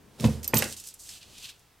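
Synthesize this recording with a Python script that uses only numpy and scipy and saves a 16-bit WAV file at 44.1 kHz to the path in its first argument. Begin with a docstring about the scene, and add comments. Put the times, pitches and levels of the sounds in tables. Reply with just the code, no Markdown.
"""A low rustle and creak, then dull thumps: two hands jerk a knot of fishing line taut on a metal swivel.
The knot slips with hollow knocks and snaps; the swivel's ring clinks against its barrel and the line
squeaks thinly as it binds on the eye. Then the line slides through the fingers with a fine stick-slip
rasp and small ticks. All close to the microphones, in a small room."""
import sys
import numpy as np
from scipy import signal
from scipy.fft import rfft, irfft
from scipy.io import wavfile
from scipy.ndimage import uniform_filter1d

SR = 44100
rng = np.random.default_rng(int(sys.argv[2]) if len(sys.argv) > 2 else 0)


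def waveform_to_disk(signal):
    """Save audio, clipped to [-1, 1], as 16-bit WAV at the path in sys.argv[1]."""
    frames = np.transpose(np.atleast_2d(signal))
    scaled = np.clip(frames, -1, 1) * 32767
    samples = np.round(scaled).astype(np.int16)
    wavfile.write(sys.argv[1], SR, samples)


N = 79380
T = np.arange(N) / SR

# room air spectrum: freq_hz, density_db
AIR_SPECTRUM = [(12, -41), (20, 6), (113, 3.5), (204, -7), (241, -12.5), (485, -3.5), (527, -16.5),
                (678, -6.5), (1370, -10), (1960, -11), (16000, -21.5)]
# hand rustle envelope: time_s, level_db
RUSTLE_LEVEL = [(0, -57.5), (.15, -59.5), (.5, -48), (.95, -71.5), (1.12, -64), (1.24, -66), (1.29, -56.5),
                (1.5, -69.5), (1.62, -71.5), (1.8, -76)]
# hand rustle spectrum: freq_hz, density_db
RUSTLE_SPECTRUM = [(30, -12.5), (60, 3.5), (140, -1.5), (300, -2.5), (600, -10.5), (1500, -19.5),
                   (5000, -30.5), (16000, -40)]
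# left-right likeness of air and rustle: freq_hz, coherence
BACKGROUND_COHERENCE = [(60, 1), (300, 0.76), (700, 0.64), (3000, 0.97), (15000, 0.2)]
# left-right likeness of the room tail: freq_hz, coherence
ROOM_COHERENCE = [(100, 0.78), (500, 1), (2500, 0.96), (6000, 0.68), (15000, .6)]
# left-right likeness of the line's noises: freq_hz, coherence
LINE_COHERENCE = [(100, 0.84), (2500, 1), (5000, 0.99), (8500, 0.77), (15000, 0.88)]
# room decay: freq_hz, t60_s
ROOM_DECAY = [(100, 0.37), (500, 0.21), (2000, 0.26), (6000, 0.13), (15000, 0.083)]
# low room resonances: freq_hz, gain_db, t60_s
ROOM_MODES = [(79, 0, .48), (108, 4, .38), (128, 2, .38), (217, 2, .36), (267, -1, .38), (435, 5, .42)]
# feed to the room tail: source, gain_db
ROOM_SEND_DB = {"thump": -18, "knock": -10.5, "snap": -10.5, "metal": -11, "rub": -15.5}
# reflections off palms and table: left_delay_s, right_delay_s, level_db
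ECHOES = [(.00062, 0.00033, -22), (.0019, 0.0015, -29.5), (.0034, 0.0065, -19)]
# microphone mismatch: freq_hz, left_minus_right_db
MIC_BALANCE = [(60, 2), (115, -1), (210, 4.5), (500, 0.5), (1200, 1.5), (4000, -2), (15000, -0.5)]
# source positions: source, left_minus_right_db
PAN_DB = {"thump": -4, "knock": -1, "metal": -6.5}
# position of rubbing and snaps: time_s, left_minus_right_db
LINE_PAN = [(.24, -1.5), (.45, -2.5), (.58, -3), (.66, -1.5), (.9, 0), (1.5, 0.7)]

# creak of loaded line: time_s, level_db
CREAK_LEVEL = [(0, -80), (.18, -59), (.203, -43.5), (.235, -39.5), (.255, -33), (.28, -42), (.34, -45.5),
               (.41, -56.5), (.45, -58.5), (.525, -52.5), (.546, -31.5), (.6, -34.5), (.655, -38.5),
               (.7, -50.5), (.78, -69.5), (1.8, -81.5)]
# creak spectrum: freq_hz, density_db
CREAK_SPECTRUM = [(60, -11), (200, 10), (500, 7.5), (1000, -2.5), (2200, -7), (4000, -3.5), (8000, -6),
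                  (12500, -12), (16000, -20)]
# line sliding through the fingers: time_s, level_db, brightness (0-1)
SLIDE = [(.6, -42, 0.9), (.68, -42, 0.96), (.74, -42.5, 0.81), (.76, -59, .9), (.77, -42, 0.97),
         (.825, -53, 0.81), (.875, -43, 0.99), (.91, -51.5, 0.92), (.925, -56.5, 0.5), (.985, -65, 1),
         (.998, -45.5, 1), (1.025, -49.5, 1), (1.1, -46, 0.82), (1.175, -48, 0.5), (1.2, -59.5, 0.8),
         (1.22, -49.5, 0.02), (1.26, -59, 0.47), (1.32, -55, 0.47), (1.385, -50, .4), (1.415, -49.5, 0.5),
         (1.455, -40.5, 0.23), (1.478, -49.5, 0.27), (1.5, -44.5, 0.38), (1.525, -59, 0.2),
         (1.58, -66.5, 0.53), (1.8, -83, 0.05)]
# brisk slide spectrum: freq_hz, density_db
BRISK_SPECTRUM = [(100, -55), (1000, -17), (2000, -21.5), (3000, -17), (4500, -3), (8000, 1.5),
                  (11000, -7.5), (13500, -8.5), (16000, -21)]
# slow slide spectrum: freq_hz, density_db
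SLOW_SPECTRUM = [(100, -1), (500, -27), (1000, -9.5), (1500, -7), (2050, -5.5), (2600, 6.5), (4200, 7.5),
                 (5500, 1), (8000, -16), (11000, -11.5), (13000, -13), (16000, -27)]
# ring striking the barrel: start_s, relative_db, pitch_ratio
CLINKS = [(.434, -22, 1), (.4772, -3, .995), (.5415, -7, 1.025), (.5818, 0, 1.025), (.588, -4, 1.02)]
# swivel modes: freq_hz, level_db, t60_s
SWIVEL_MODES = [(4885, -31, .16), (7350, -23, .025), (8700, -25, .04), (11720, -6, .016), (12070, 0, .02),
                (12400, -10, .022), (13170, -15, .03)]
# snaps and ticks of slipping line: start_s, level_db, decay_s, treble_db_per_octave
SNAPS = [(0.199, -35.5, 0.002, -13.5), (.207, -35, 0.0019, -6), (0.242, -28.5, 0.0055, -22.5),
         (0.273, -41, 0.0015, 0), (0.43, -41.5, 0.014, -7), (0.4429, -33, 0.007, -6),
         (0.446, -34.5, 0.0035, 1), (.4777, -36, 0.0082, -4), (0.542, -20.5, 0.0023, -3),
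         (0.5697, -18.5, 0.0022, -6.5), (0.5735, -20, 0.003, 2), (0.5891, -28, 0.011, -9),
         (0.6224, -24.5, 0.0032, -3.5), (.641, -28, 0.0027, -7.5), (0.725, -33, 0.002, -4),
         (.766, -42, 0.0037, -6), (0.798, -40, 0.0091, -2), (0.8387, -45.5, 0.0098, -5),
         (0.872, -38, 0.0032, 0), (.887, -37, 0.0023, -1.5), (0.9402, -41, 0.0043, 3),
         (1.09, -39.5, 0.0082, -8.5), (1.229, -46.5, .004, -14.5), (1.381, -45, 0.0057, -9),
         (1.443, -42.5, 0.0037, -11.5), (1.461, -61, 0.0084, -23), (1.4907, -44, 0.0052, -20),
         (1.5936, -58, 0.0059, -2)]
# snap spectrum: freq_hz, density_db
SNAP_SPECTRUM = [(100, -21.5), (800, -42), (2000, -16), (4000, -3.5), (5800, 2), (8500, 6.5), (11000, 2),
                 (13000, 2), (16000, -13.5)]
# hook and swivel resonances: freq_hz, gain_db, t60_s
TACKLE_MODES = [(2606, 2, .15), (3774, -4, .11), (5274, 3, .1), (5775, 1, .1), (5952, 2, .09),
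                (7402, -5, .12), (12240, 3, .1), (12539, 5, .09)]
# line giving way in the grip: start_s, level_db, rise_s, decay_s, low_edge_hz, high_edge_hz
KNOCKS = [(.2405, -20.5, .003, 0.0041, 195, 850), (0.282, -29.5, .002, 0.01, 252, 570),
          (0.5351, -16, 0.0016, 0.0029, 388, 2220), (0.6228, -19.5, 0.00033, 0.0053, 460, 3300)]
# knock spectrum: freq_hz, density_db
KNOCK_SPECTRUM = [(130, 1), (250, -7.5), (480, -0.5), (800, -3), (1050, -4.5), (1220, -8.5), (1480, -7),
                  (1950, -7.5), (2550, -4.5), (3500, -5.5), (6000, -24), (16000, -35)]
# ring after a knock: freq_hz, gain_db, t60_s
KNOCK_MODES = [(941, -3, .2), (1406, 5, .3), (1454, 7, .24), (1615, 5, .18)]
# jerks of hands and taut line: start_s, level_db, rise_s
THUMPS = [(0.199, -26, 0.0099), (0.231, -16, 0.012), (0.2487, -11, 0.0037), (0.282, -25, 0.008),
          (0.535, -20.5, 0.0035), (.553, -19.5, .004)]
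# modes of a jerk: freq_hz, level_db, t60_s
THUMP_MODES = [(80, -10.5, 0.38), (127, -4.5, .11), (148.3, -6.5, 0.25), (214.3, -0.5, 0.07),
               (231.8, -11.5, 0.17), (474, -3.5, 0.028)]


def amp(db):
    """Decibels to gain."""
    return 10 ** (np.asarray(db) / 20)


def unit_rms(x):
    """Scale to rms 1."""
    return x / np.sqrt(np.mean(x ** 2) + 1e-20)


def at_hz(points, hz):
    """Interpolate a table on a log-frequency axis."""
    points_hz, values = np.transpose(points)
    return np.interp(np.log(hz + 1), np.log(points_hz + 1), values)


def curve(rows, column=1):
    """Interpolate a time table at every sample."""
    rows = np.array(rows)
    return np.interp(T, rows[:, 0], rows[:, column])


def add(mix, start_s, sound):
    """Mix a sound in at start_s."""
    part = mix[..., round(start_s * SR):][..., :sound.shape[-1]]
    part += sound[..., :part.shape[-1]]


def pan(x, left_minus_right_db):
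    """Place between left and right; takes a number or a curve."""
    gains = amp(np.array([[.5], [-.5]]) * left_minus_right_db)
    return x * gains / gains.mean(0)


def correlate(channels, coherence):
    """Make two independent channels partly alike, band by band."""
    mid, side = channels
    likeness = np.clip(at_hz(coherence, np.fft.rfftfreq(len(mid), 1 / SR)), 0, .99)
    side = irfft(np.sqrt((1 - likeness) / (1 + likeness)) * rfft(side), len(mid))
    return np.array([mid + side, mid - side])


def noise(coherence, size=N):
    """Stereo Gaussian noise."""
    return correlate(rng.standard_normal((2, size)), coherence)


def colour(x, spectrum, treble_db_per_octave=0, edge_hz=SR):
    """Apply a spectrum, a tilt above 2500 Hz and a low-pass; rms 1."""
    hz = np.fft.rfftfreq(x.shape[-1], 1 / SR)
    tilt_db = treble_db_per_octave * np.log2(np.maximum(hz, 2500))
    gain = amp(at_hz(spectrum, hz) + tilt_db) / np.hypot(1, (hz / edge_hz) ** 4)
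    return unit_rms(irfft(rfft(x) * gain, x.shape[-1]))


def ring(modes, rise_s):
    """Decaying modes with a soft onset."""
    t = T[:SR // 2]
    tone = sum(amp(db - 60 * t / t60_s) * np.sin(2 * np.pi * hz * t) for hz, db, t60_s in modes)
    return np.minimum(t / rise_s, 1) * tone


def resonate(x, modes):
    """Add sympathetic ringing; each mode peaks at its gain_db."""
    response = sum(amp(db - 60 * T / t60_s) * np.cos(2 * np.pi * hz * T) * 2 * np.log(1000) / (t60_s * SR)
                   for hz, db, t60_s in modes)
    return x + signal.fftconvolve(x, response[None], axes=1)[:, :N]


def background(air_db=-62):
    """Quiet room air and the low rustle of moving hands."""
    air = amp(air_db) * colour(noise(BACKGROUND_COHERENCE), AIR_SPECTRUM)
    rustle = amp(curve(RUSTLE_LEVEL)) * colour(noise(BACKGROUND_COHERENCE), RUSTLE_SPECTRUM)
    return air + rustle


def room_tail(x, gap_s=0.005):
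    """Diffuse reverberation, each band dying at its own rate."""
    hz, t, bands = signal.stft(noise(ROOM_COHERENCE, SR), SR, nperseg=256)
    decay = amp(-60 * t / at_hz(ROOM_DECAY, hz)[:, None])
    tail = signal.istft(bands * decay, SR, nperseg=256)[1][:, :SR] * (T[:SR] > gap_s)
    return signal.fftconvolve(x, tail / np.linalg.norm(tail.mean(0)), axes=1)[:, :N]


def reflect(x):
    """Palms and table add quick echoes, different on each side."""
    hz = np.fft.rfftfreq(2 * N, 1 / SR)
    comb = 1 + sum(amp(db) * np.exp(-2j * np.pi * hz * np.array([[left_s], [right_s]]))
                   for left_s, right_s, db in ECHOES)
    return irfft(rfft(x, 2 * N) * comb / np.sqrt(np.mean(abs(comb) ** 2)))[:, :N]


def friction(spectrum, grains_per_s=3000, spread_db=2.5, grain_share=0.51):
    """Dense stick-slip grains of uneven size over smooth hiss."""
    sizes = amp(spread_db * np.minimum(rng.exponential(1, (2, N)), 4))
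    grains = sizes * rng.choice([-1, 1], (2, N)) * (rng.random((2, N)) < grains_per_s / SR)
    hiss = rng.standard_normal((2, N))
    blend = np.sqrt(grain_share) * unit_rms(grains) + np.sqrt(1 - grain_share) * hiss
    return colour(correlate(blend, LINE_COHERENCE), spectrum)


def rubbing():
    """Loaded line creaks, then slides through the fingers, duller as it slows."""
    creak = amp(curve(CREAK_LEVEL)) * friction(CREAK_SPECTRUM)
    brightness = curve(SLIDE, column=2)
    brisk = np.sqrt(brightness) * friction(BRISK_SPECTRUM)
    slow = np.sqrt(1 - brightness) * friction(SLOW_SPECTRUM)
    slide = amp(curve(SLIDE)) * (T > SLIDE[0][0]) * (brisk + slow)
    return pan(creak + slide, curve(LINE_PAN))


def squeak(start_s=.546, length_s=.026, pitch_hz=13845, level_db=-26, waver_ratio=.0015):
    """Line binds on the swivel's eye: a thin, wavering tone."""
    waver = unit_rms(uniform_filter1d(rng.standard_normal(N), size=100))
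    hz = pitch_hz * (1 + waver_ratio * waver)
    progress = np.clip((T - start_s) / length_s, 0, 1)
    envelope = np.sqrt(abs(np.sin(np.pi * progress)))
    tone = np.sin(2 * np.pi * np.cumsum(hz) / SR)
    return pan(amp(level_db) * envelope * tone, PAN_DB["metal"])


def clinks(gain_db=-11, rise_s=0.00082):
    """The swivel's ring strikes its barrel and excites high metal modes."""
    out = np.zeros(N)
    for start_s, relative_db, pitch_ratio in CLINKS:
        modes = [(hz * pitch_ratio, db, t60_s) for hz, db, t60_s in SWIVEL_MODES]
        add(out, start_s, amp(gain_db + relative_db) * ring(modes, rise_s))
    return pan(out, PAN_DB["metal"])


def slip_burst(spectrum, rise_s, decay_s, treble_db_per_octave=0, edge_hz=SR):
    """A dying flurry of micro-slips, as shaped noise."""
    t = T[:4096]
    envelope = (1 - np.exp(-t / rise_s)) * np.exp(-t / decay_s)
    burst = envelope * colour(noise(LINE_COHERENCE, len(t)), spectrum, treble_db_per_octave, edge_hz)
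    return unit_rms(burst) * np.sqrt(np.mean(envelope ** 2)) / envelope.max()


def snaps(rise_s=0.0003):
    """Turns of line jump over each other and the fingernails; hook and swivel ring along."""
    out = np.zeros((2, N))
    for start_s, db, decay_s, treble_db_per_octave in SNAPS:
        add(out, start_s, amp(db) * slip_burst(SNAP_SPECTRUM, rise_s, decay_s, treble_db_per_octave))
    return resonate(pan(out, curve(LINE_PAN)), TACKLE_MODES)


def knocks():
    """Line gives way in the grip with a hollow knock and a brief ring."""
    out = np.zeros((2, N))
    for start_s, db, rise_s, decay_s, low_edge_hz, high_edge_hz in KNOCKS:
        low_cut = signal.butter(2, low_edge_hz, "high", fs=SR, output="sos")
        burst = slip_burst(KNOCK_SPECTRUM, rise_s, decay_s, edge_hz=high_edge_hz)
        add(out, start_s, amp(db) * signal.sosfilt(low_cut, burst))
    return resonate(pan(out, PAN_DB["knock"]), KNOCK_MODES)


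def thumps():
    """Each jerk gives a low thud that sets the room's resonances humming."""
    out = np.zeros(N)
    for start_s, db, rise_s in THUMPS:
        add(out, start_s, amp(db) * ring(THUMP_MODES, rise_s))
    return resonate(pan(out, PAN_DB["thump"]), ROOM_MODES)


def scene():
    """Handling sounds and their room tail, cut below 74 Hz, over the background."""
    parts = {"thump": thumps(), "knock": knocks(), "snap": reflect(snaps()),
             "metal": clinks() + squeak(), "rub": reflect(rubbing())}
    send = sum(amp(ROOM_SEND_DB[name]) * part for name, part in parts.items())
    bass_cut = signal.butter(4, 74, "high", fs=SR, output="sos")
    return signal.sosfilt(bass_cut, sum(parts.values()) + room_tail(send)) + background()


def record(dry):
    """Two microphones of unequal colour, band-limited to 16200 Hz."""
    balance_db = at_hz(MIC_BALANCE, np.fft.rfftfreq(2 * N, 1 / SR))
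    heard = irfft(pan(rfft(dry, 2 * N), balance_db))[:, :N]
    low_pass = signal.firwin(255, 16200, window=("kaiser", 9), fs=SR)
    return signal.oaconvolve(heard, low_pass[None], "same")


dry = scene()
out = record(dry)
waveform_to_disk(out)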